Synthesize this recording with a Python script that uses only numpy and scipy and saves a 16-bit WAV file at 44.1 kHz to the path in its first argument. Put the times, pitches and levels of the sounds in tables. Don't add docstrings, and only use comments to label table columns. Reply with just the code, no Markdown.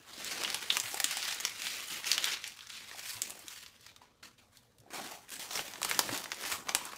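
import sys
import numpy as np
from scipy import signal
from scipy.fft import rfft, irfft, next_fast_len
from scipy.io import wavfile
from scipy.ndimage import uniform_filter1d

SR = 44100
rng = np.random.default_rng(int(sys.argv[2]) if len(sys.argv) > 2 else 0)


def level_to_linear(level):
    exponent = np.asarray(level, float) / 20
    return 10 ** exponent


def unload_audio(sound):
    columns = np.transpose(np.atleast_2d(sound))
    steps = np.round(np.clip(columns, -1, 1) * 32767)
    wavfile.write(sys.argv[1], SR, steps.astype(np.int16))


N = 307729


def read(points, hz):
    point_hz, value = np.transpose(points)
    return np.interp(np.log(hz + 1), np.log(point_hz + 1), value)


def evened(x):
    return x / np.sqrt(np.mean(x ** 2) + 1e-20)


def add(mix, start_s, sound):
    part = mix[max(round(start_s * SR), 0):][:len(sound)]
    part += sound[:len(part)]


def bell(hz, centre_hz, octaves):
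    return np.exp(-(np.log2((hz + 1) / centre_hz) / octaves) ** 2)


def shelves(hz, body_db, edge_db, body_hz=1200, edge_hz=7000):
    body = body_db / (1 + (hz / body_hz) ** 3)
    edge = edge_db / (1 + (edge_hz / (hz + 1)) ** 4)
    return body + edge


def bending(hz, lag_s):
    return np.exp(-4j * np.pi * lag_s * np.sqrt(1000 * hz))


def causal(gain_db):
    cepstrum = irfft(gain_db * np.log(10) / 20)
    cepstrum[len(gain_db):] = 0
    cepstrum[1:len(gain_db) - 1] *= 2
    return np.exp(rfft(cepstrum))


# pitch_hz [Hz], level_db [relative dB per Hz]
AIR_COLOUR = [(15, -35.5), (25, -7), (105, 5), (180, -5), (249, 1.5), (326, -19.5), (480, -4.5),
              (1190, -35), (3520, -22.5), (16000, -33.5)]


def air():
    hz = np.fft.rfftfreq(N, 1 / SR)
    spectrum = rfft(rng.standard_normal(N)) * level_to_linear(read(AIR_COLOUR, hz))
    return level_to_linear(-70) * evened(irfft(spectrum, N))


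# pitch_hz [Hz], t60_s [s to die by 60 dB]
ROOM_DECAY = [(300, 0.13), (1300, 0.17), (3500, 0.17), (9000, 0.16), (16000, 0.12)]


def room(x):
    since = np.arange(SR // 2) / SR
    build_up = np.clip(since / 0.013, 0, 1)
    reflections = rng.standard_normal(SR // 2) * build_up
    hz, t, bands = signal.stft(reflections, SR, nperseg=128)
    decay_db = -60 * t / read(ROOM_DECAY, hz)[:, None]
    tail = signal.istft(bands * level_to_linear(decay_db), SR, nperseg=128)[1]
    return signal.fftconvolve(x, tail / np.linalg.norm(tail))[:N]


# pitch_hz [Hz], width_hz [Hz], level_db [dB]
BAG_AIR = (790, 68, -16.5)


def hollow(x):
    pitch_hz, width_hz, level_db = BAG_AIR
    return level_to_linear(level_db) * signal.lfilter(*signal.iirpeak(pitch_hz, pitch_hz / width_hz, SR), x)


def pop(peak_db, pitch_hz):
    cycles = np.arange(0, 12, pitch_hz / SR)
    tone = np.sin(2 * np.pi * (1.035 * cycles - 0.0066 * cycles ** 2))
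    shape = cycles * np.exp(-cycles * 0.86) * tone
    return level_to_linear(peak_db) * shape / abs(shape).max()


# start_s [s], peak_db [dB],
# pitch_hz [Hz]
BAG_POPS = [(0.84, -52.5, 112), (.943, -40, 387), (.944, -34.5, 790), (1.005, -37, 800),
            (1.045, -45.5, 283), (1.171, -35.5, 806), (2.949, -43, 770), (3.152, -53.5, 108),
            (3.318, -48, 730), (3.445, -53, 312), (4.019, -48.5, 920), (4.796, -56.5, 119),
            (4.865, -49.5, 735), (5.59, -40, 455), (5.592, -36, 890), (5.595, -54, 156), (6.09, -49, 278),
            (6.099, -42.5, 117), (6.127, -33, 282), (6.529, -53, 89.5), (6.687, -31.5, 1150),
            (6.815, -36, 950)]


def pops(paper):
    for start_s, peak_db, pitch_hz in BAG_POPS:
        add(paper, start_s - .002, pop(peak_db, pitch_hz))


# [Hz, panel under the fingers]
FINGER_STROKES = [(1.94, -41.5, 0.1, 0.03, 3400), (2.46, -46, 0.1, 0.018, 5500),
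                  (3.502, -49, 0, 0.14, 1010), (3.864, -56.5, -1.4, 0.02, 4100),
                  (5.571, -40.5, 0.1, 0.011, 5930), (6.456, -40, 0.1, 0.087, 2100),
                  (6.526, -40.5, -3.6, 0.015, 7650)]
# [Hz, panel that gives]
SHEET_JOLTS = [(0.43, -42, 0.118, 2600), (0.7, -40, 0.061, 3700), (0.865, -50.5, 0.013, 3500),
               (1.054, -42, 0.033, 7540), (1.11, -39.5, 0.046, 2200), (1.165, -47, 0.11, 3400),
               (2.057, -34.5, 0.089, 6160), (2.691, -46.5, 0.34, 3700), (2.96, -50.5, 0.04, 780),
               (3.045, -49, .008, 2600), (3.303, -60.5, 0.017, 720), (3.216, -51, 0.081, 6800),
               (4.014, -63.5, 0.02, 890), (4.228, -50, 0.011, 1400), (4.38, -64.5, 0.025, 3900),
               (4.531, -65.5, 0.027, 3700), (4.905, -53.5, 0.051, 2140), (4.934, -44.5, 0.23, 760),
               (5.28, -59, 0.03, 1500), (5.316, -45, 0.025, 7550), (5.395, -42.5, 0.037, 870),
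               (5.507, -43, 0.064, 5960), (5.83, -42.5, 0.4, 2720), (6.302, -51, 0.007, 6000),
               (6.33, -53, 0.031, 4300), (6.669, -52, 0.012, 2400), (6.686, -41.5, 0.0079, 2300),
               (6.742, -46.5, 0.14, 940)]


def gestures(t):
    jolt_rise_s = .002
    sag_db_per_s, release_db_per_s = 35.5, 267
    jolts = [(s, db, jolt_rise_s, hold_s, hz) for s, db, hold_s, hz in SHEET_JOLTS]
    for full_s, effort_db, rise_s, hold_s, panel_hz in FINGER_STROKES + jolts:
        since = t - full_s
        held = np.clip(since, 0, abs(hold_s))
        rise_db = 20 * np.minimum(since, 0) / np.clip(abs(rise_s), .001, .1)
        release_db = release_db_per_s * np.maximum(since - held, 0)
        yield level_to_linear(2 * (effort_db + rise_db - sag_db_per_s * held - release_db)), panel_hz


# time_s [s], effort_db [dB]
KNEADING = [(0.0, -62.5), (0.3, -39), (0.42, -41), (0.69, -47), (0.89, -44), (1.1, -42.5), (1.33, -35),
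            (1.36, -43), (1.47, -45), (1.55, -44), (1.68, -38), (1.89, -46), (2.03, -48.5), (2.18, -42.5),
            (2.33, -30), (2.4, -49.5), (2.65, -56.5), (2.95, -53), (3.11, -42), (3.2, -55), (3.46, -57),
            (3.75, -64), (3.8, -65), (4.1, -73), (4.21, -77.5), (4.48, -75), (4.63, -74), (4.73, -78),
            (5.26, -67.5), (5.65, -48.5), (5.79, -56), (6.17, -42), (6.29, -58), (6.62, -60), (6.98, -53)]


def effort(t):
    kneading = level_to_linear(2 * np.interp(t, *np.transpose(KNEADING)))
    return 10 * np.log10(kneading + sum(power for power, panel_hz in gestures(t)))


def ticks(effort_db):
    out, t = np.zeros(N), np.arange(400) / SR
    for hz in np.geomspace(2000, 12000, 12):
        struck = rng.random(N) < 22 / SR
        size = level_to_linear(3.5 * np.minimum(rng.exponential(1, N), 4)) * struck
        tick = np.sin(2 * np.pi * hz * t) * hz * t * np.exp(-hz * t / 0.45)
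        out += signal.oaconvolve(size, tick)[:N]
    return out * level_to_linear(effort_db + 14)


def patchy(shape, bands, frames):
    across = uniform_filter1d(rng.standard_normal(shape), bands, 0)
    return evened(uniform_filter1d(across, frames, 1))


# pitch_hz [Hz], level_db [relative dB per Hz]
RUSTLE_COLOUR = [(35, -31), (100, 3.5), (260, 12.5), (700, 9.5), (1200, 9), (3700, 6.5), (8000, 8),
                 (15000, 4.5)]
# time_s [s], body_db [dB, at middling effort], edge_db [dB]
RUSTLE_TONE = [(0, -8.5, -11.5), (0.45, -2.5, -15.5), (0.9, -5, -5.5), (1.27, -10, -16.5),
               (1.9, -8.5, -10.5), (2.1, -5.5, -10.5), (2.35, -12, -23.5), (2.5, -16, -13),
               (2.75, -19.5, -18), (2.95, -8, -11), (3.1, -15.5, -6), (3.35, -0.5, -7), (3.6, -18, -10),
               (4.1, -5.5, -16.5), (4.601, -13.5, -6), (4.87, 2, -10), (5.0, 1, -9.5), (5.35, -7.5, -6),
               (5.6, 1, -6), (5.8, 2, -6.5), (6.1, 4, -7.5), (6.3, -1, -8.5), (6.55, 1.5, -7),
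               (6.98, -1, -11)]


def rustle(effort_db):
    slips_per_s, slip_spread_db, clump_db = 6000, 2.6, 2.0
    middling_db, body_slope = -50, -0.5
    panel_db, panel_octaves = 4.5, 0.21
    broad_db = 7

    clumps = evened(uniform_filter1d(rng.standard_normal(N), 500))
    size = level_to_linear(slip_spread_db * np.minimum(rng.exponential(1, N), 6) + clump_db * clumps)
    slips = size * rng.choice([-1, 1], N) * (rng.random(N) < slips_per_s / SR)
    hz, t, bands = signal.stft(evened(slips), SR, nperseg=512, noverlap=384)
    hz = hz[:, None]

    time_s, body_db, edge_db = np.transpose(RUSTLE_TONE)
    frame_effort_db = effort(t)
    body_db = np.interp(t, time_s, body_db) + body_slope * (frame_effort_db - middling_db)
    edge_db = np.interp(t, time_s, edge_db)
    panels = 0
    for power, panel_hz in gestures(t):
        height_db = panel_db + broad_db * (panel_hz < 1000)
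        panels = panels + power * height_db * bell(hz, panel_hz, panel_octaves)
    bend_db = shelves(hz, body_db, edge_db) + panels / level_to_linear(2 * frame_effort_db)

    patches_db = 1.7 * patchy(bands.shape, 10, 8)
    rings_db = 3 * patchy(bands.shape, 3, 30) / (1 + hz / 3000)
    colour_db = read(RUSTLE_COLOUR, hz) + bend_db + patches_db + rings_db
    bands = bands * level_to_linear(colour_db) * bending(hz, 0.00123)
    sound = signal.istft(bands, SR, nperseg=512, noverlap=384)[1][:N]
    return sound * level_to_linear(effort_db)


# pitch_hz [Hz], level_db [relative dB]
SNAP_COLOUR = [(150, -19), (600, -6.5), (1200, 2), (7000, 1), (16000, -8.5)]


def snap(peak_db, peak_hz, body_db, edge_db, rattle_db, chance):
    t, hz = np.arange(len(chance)) / SR, np.fft.rfftfreq(len(chance), 1 / SR)
    bump_db = 7 * bell(hz, peak_hz, 0.28)
    colour = causal(read(SNAP_COLOUR, hz) + bump_db + shelves(hz, body_db, edge_db))
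    colour = colour * bending(hz, 0.00589 * level_to_linear(rattle_db))
    buckle = irfft(colour)
    top = abs(signal.hilbert(buckle)).max()
    fading = level_to_linear(-20 * t / 0.011) + 0.36 * level_to_linear(-20 * t / 0.00019)
    echoes = chance * abs(chance) * fading * np.clip(t / 0.00015, 0, 1)
    rattle = level_to_linear(rattle_db) * top * irfft(rfft(echoes) * colour) / np.linalg.norm(buckle)
    return level_to_linear(peak_db) * (buckle + rattle) / top


# start_s [s], slips [count], gap_s [s between slips], peak_db [dB], pitch_hz [Hz]
FOLD_CREAK = (1.8755, 5, 0.0102, -27, 9500)


def creak(paper):
    start_s, slips, gap_s, peak_db, pitch_hz = FOLD_CREAK
    for k, chance in enumerate(rng.standard_normal((slips, 4096))):
        tick = snap(peak_db, pitch_hz, -20, 22, -30, chance)
        add(paper, start_s + gap_s * (k + 0.08 * chance[0]), tick)


# [dB, above 7 kHz]
CREASES = [(0.2456, -23.5, 6600, 1.5, 9), (0.436, -18.5, 4780, 7.5, 2), (0.448, -16, 2910, -21, -52),
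           (0.477, -25.5, 1320, -13, -34), (0.502, -19, 4560, -3, -2), (0.545, -12, 10200, -12, -5.5),
           (0.7029, -10, 3540, -50, -70), (0.7068, -19.5, 3820, -9, -12.5), (0.7693, -12.5, 2340, 3, -1.5),
           (0.8, -12.5, 6970, -53, -4), (0.858, -27.5, 2670, -22.5, -24.5), (0.944, -19.5, 8000, 11, 4.5),
           (1.0011, -14, 2030, 0, 3), (1.0433, -6, 7470, -23, -4.5), (1.1111, -18.5, 6200, 11, 11.5),
           (1.1708, -16, 8500, -10, -4), (1.228, -21.5, 4910, -21, -10.5), (1.28, -21.5, 5680, 12, 7),
           (1.345, -23.5, 7000, -1, 15), (1.4012, -23, 6800, 3.5, 3.5), (1.4072, -21.5, 6870, -11, 5),
           (1.4512, -11, 5400, -1, -4.5), (1.4955, -28.5, 2860, -15, -2.5), (1.62, -25, 3770, -17, -3),
           (1.669, -20.5, 3520, -1.5, -9), (2.0435, -27, 1820, -16, -22), (2.1165, -7, 4570, -53, -11),
           (2.1307, -15, 3950, -18, -7.5), (2.1463, -24.5, 4330, -3, -11), (2.1799, -13, 3120, -5.5, -9.5),
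           (2.2431, -11.5, 3890, -25, -7), (2.255, -20.5, 4200, -5.5, 29), (2.441, -24, 2620, -19, -15),
           (2.4768, -24, 8800, -42, -3), (2.5906, -37.5, 2930, -7, -13), (2.6076, -37, 3230, -23, -24),
           (2.671, -32.5, 6400, -14, -8), (2.7024, -30.5, 3570, -11, -19), (2.752, -37.5, 2700, -13, -12),
           (2.913, -35, 1870, 9, -20), (2.9938, -27.5, 5700, -14, 1), (3.1669, -33, 4400, -22, -10),
           (3.2193, -10.5, 7420, -41, 2), (3.276, -34, 6980, -14, 16), (3.2982, -27, 7350, 28, 24),
           (3.305, -22.5, 9600, -23, 2), (3.3922, -33.5, 7240, -8, 16), (3.482, -27, 3800, -34, 1),
           (3.6625, -33, 4700, -10, -15), (3.8096, -45, 4860, -7, 9), (3.845, -48, 4660, -12, -3),
           (3.8648, -35.5, 5150, -5, -5), (3.9625, -41, 3730, 4, -3.5), (4.231, -43, 1440, -8, -24),
           (4.571, -42.5, 4280, -33.5, 1), (4.784, -49.5, 3615, -12.5, 5.5), (4.802, -48, 5600, -23, 8),
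           (5.2925, -33.5, 9560, 0, -3), (5.3042, -29, 11100, -25, 0), (5.34, -28.5, 8800, -17, 0),
           (5.5092, -27.5, 4460, 15, -14), (5.5555, -19.5, 6050, -4, -12), (5.575, -25, 2350, 0, -13),
           (5.593, -21.5, 2960, 16, -21), (5.7367, -27, 6200, 5, -9), (5.757, -34.5, 1970, -3.5, -21),
           (5.8169, -26, 1086, 13.5, 2.5), (5.8303, -12, 7900, -23, -8), (5.8476, -20.5, 1095, 6, 6),
           (5.891, -23, 9690, 5, -4), (5.8965, -15.5, 10200, -13, 7), (5.9125, -16.5, 1970, 5.5, -6),
           (5.946, -22, 5600, -18, -8), (5.9725, -29, 5120, -14.5, 23), (5.992, -4, 4770, 13, 7),
           (6.091, -24.5, 1900, 20, -34), (6.1292, -27, 4430, -1, -1), (6.1765, -21, 4010, -27, 8),
           (6.2412, -26.5, 4060, 11, 4), (6.2576, -33, 1880, 13, -18), (6.3182, -21, 1880, 2, -12),
           (6.345, -28, 8950, -25, -5), (6.411, -32, 2940, -16, 5), (6.4379, -30, 1280, 9, -15),
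           (6.451, -32.5, 2200, -6, -23), (6.6716, -35.5, 2400, 21, -9), (6.6926, -14, 5880, 6.5, -18),
           (6.7497, -3, 8700, 2.5, -2.5), (6.853, -24.5, 8400, 8, 14), (6.9322, -34.5, 1300, 23, -26),
           (6.961, -34, 6300, -14, 12)]


def creases(paper):
    rattle_at_0_db, rattle_slope = -19, -0.131
    tight_db = -2.5
    for start_s, peak_db, peak_hz, body_db, edge_db in CREASES:
        rattle_db = rattle_at_0_db + rattle_slope * peak_db + tight_db * np.log2(peak_hz / 4000)
        chance = rng.standard_normal(4096)
        add(paper, start_s - .0003, snap(peak_db, peak_hz, body_db, edge_db, rattle_db, chance))


def scene():
    effort_db = effort(np.arange(N) / SR)
    paper = rustle(effort_db) + ticks(effort_db)
    pops(paper)
    creak(paper)
    creases(paper)
    paper = paper + hollow(paper)
    return (paper + level_to_linear(-11.5) * room(paper) + air())[None]


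def roll_off(x):
    return signal.sosfilt(signal.butter(12, 17030, fs=SR, output="sos"), x)


# pitch_hz [Hz], level_db [dB]
CHAIN_BAND = [(20, -3), (40, -0.5), (15600, -1), (15900, -38), (22050, -36.5)]


def record(dry):
    size = next_fast_len(N)
    gain = level_to_linear(read(CHAIN_BAND, np.fft.rfftfreq(size, 1 / SR)))
    heard = irfft(rfft(dry, size) * gain, size)[:, :N]
    return roll_off(heard)


dry = scene()
out = record(dry)
unload_audio(out)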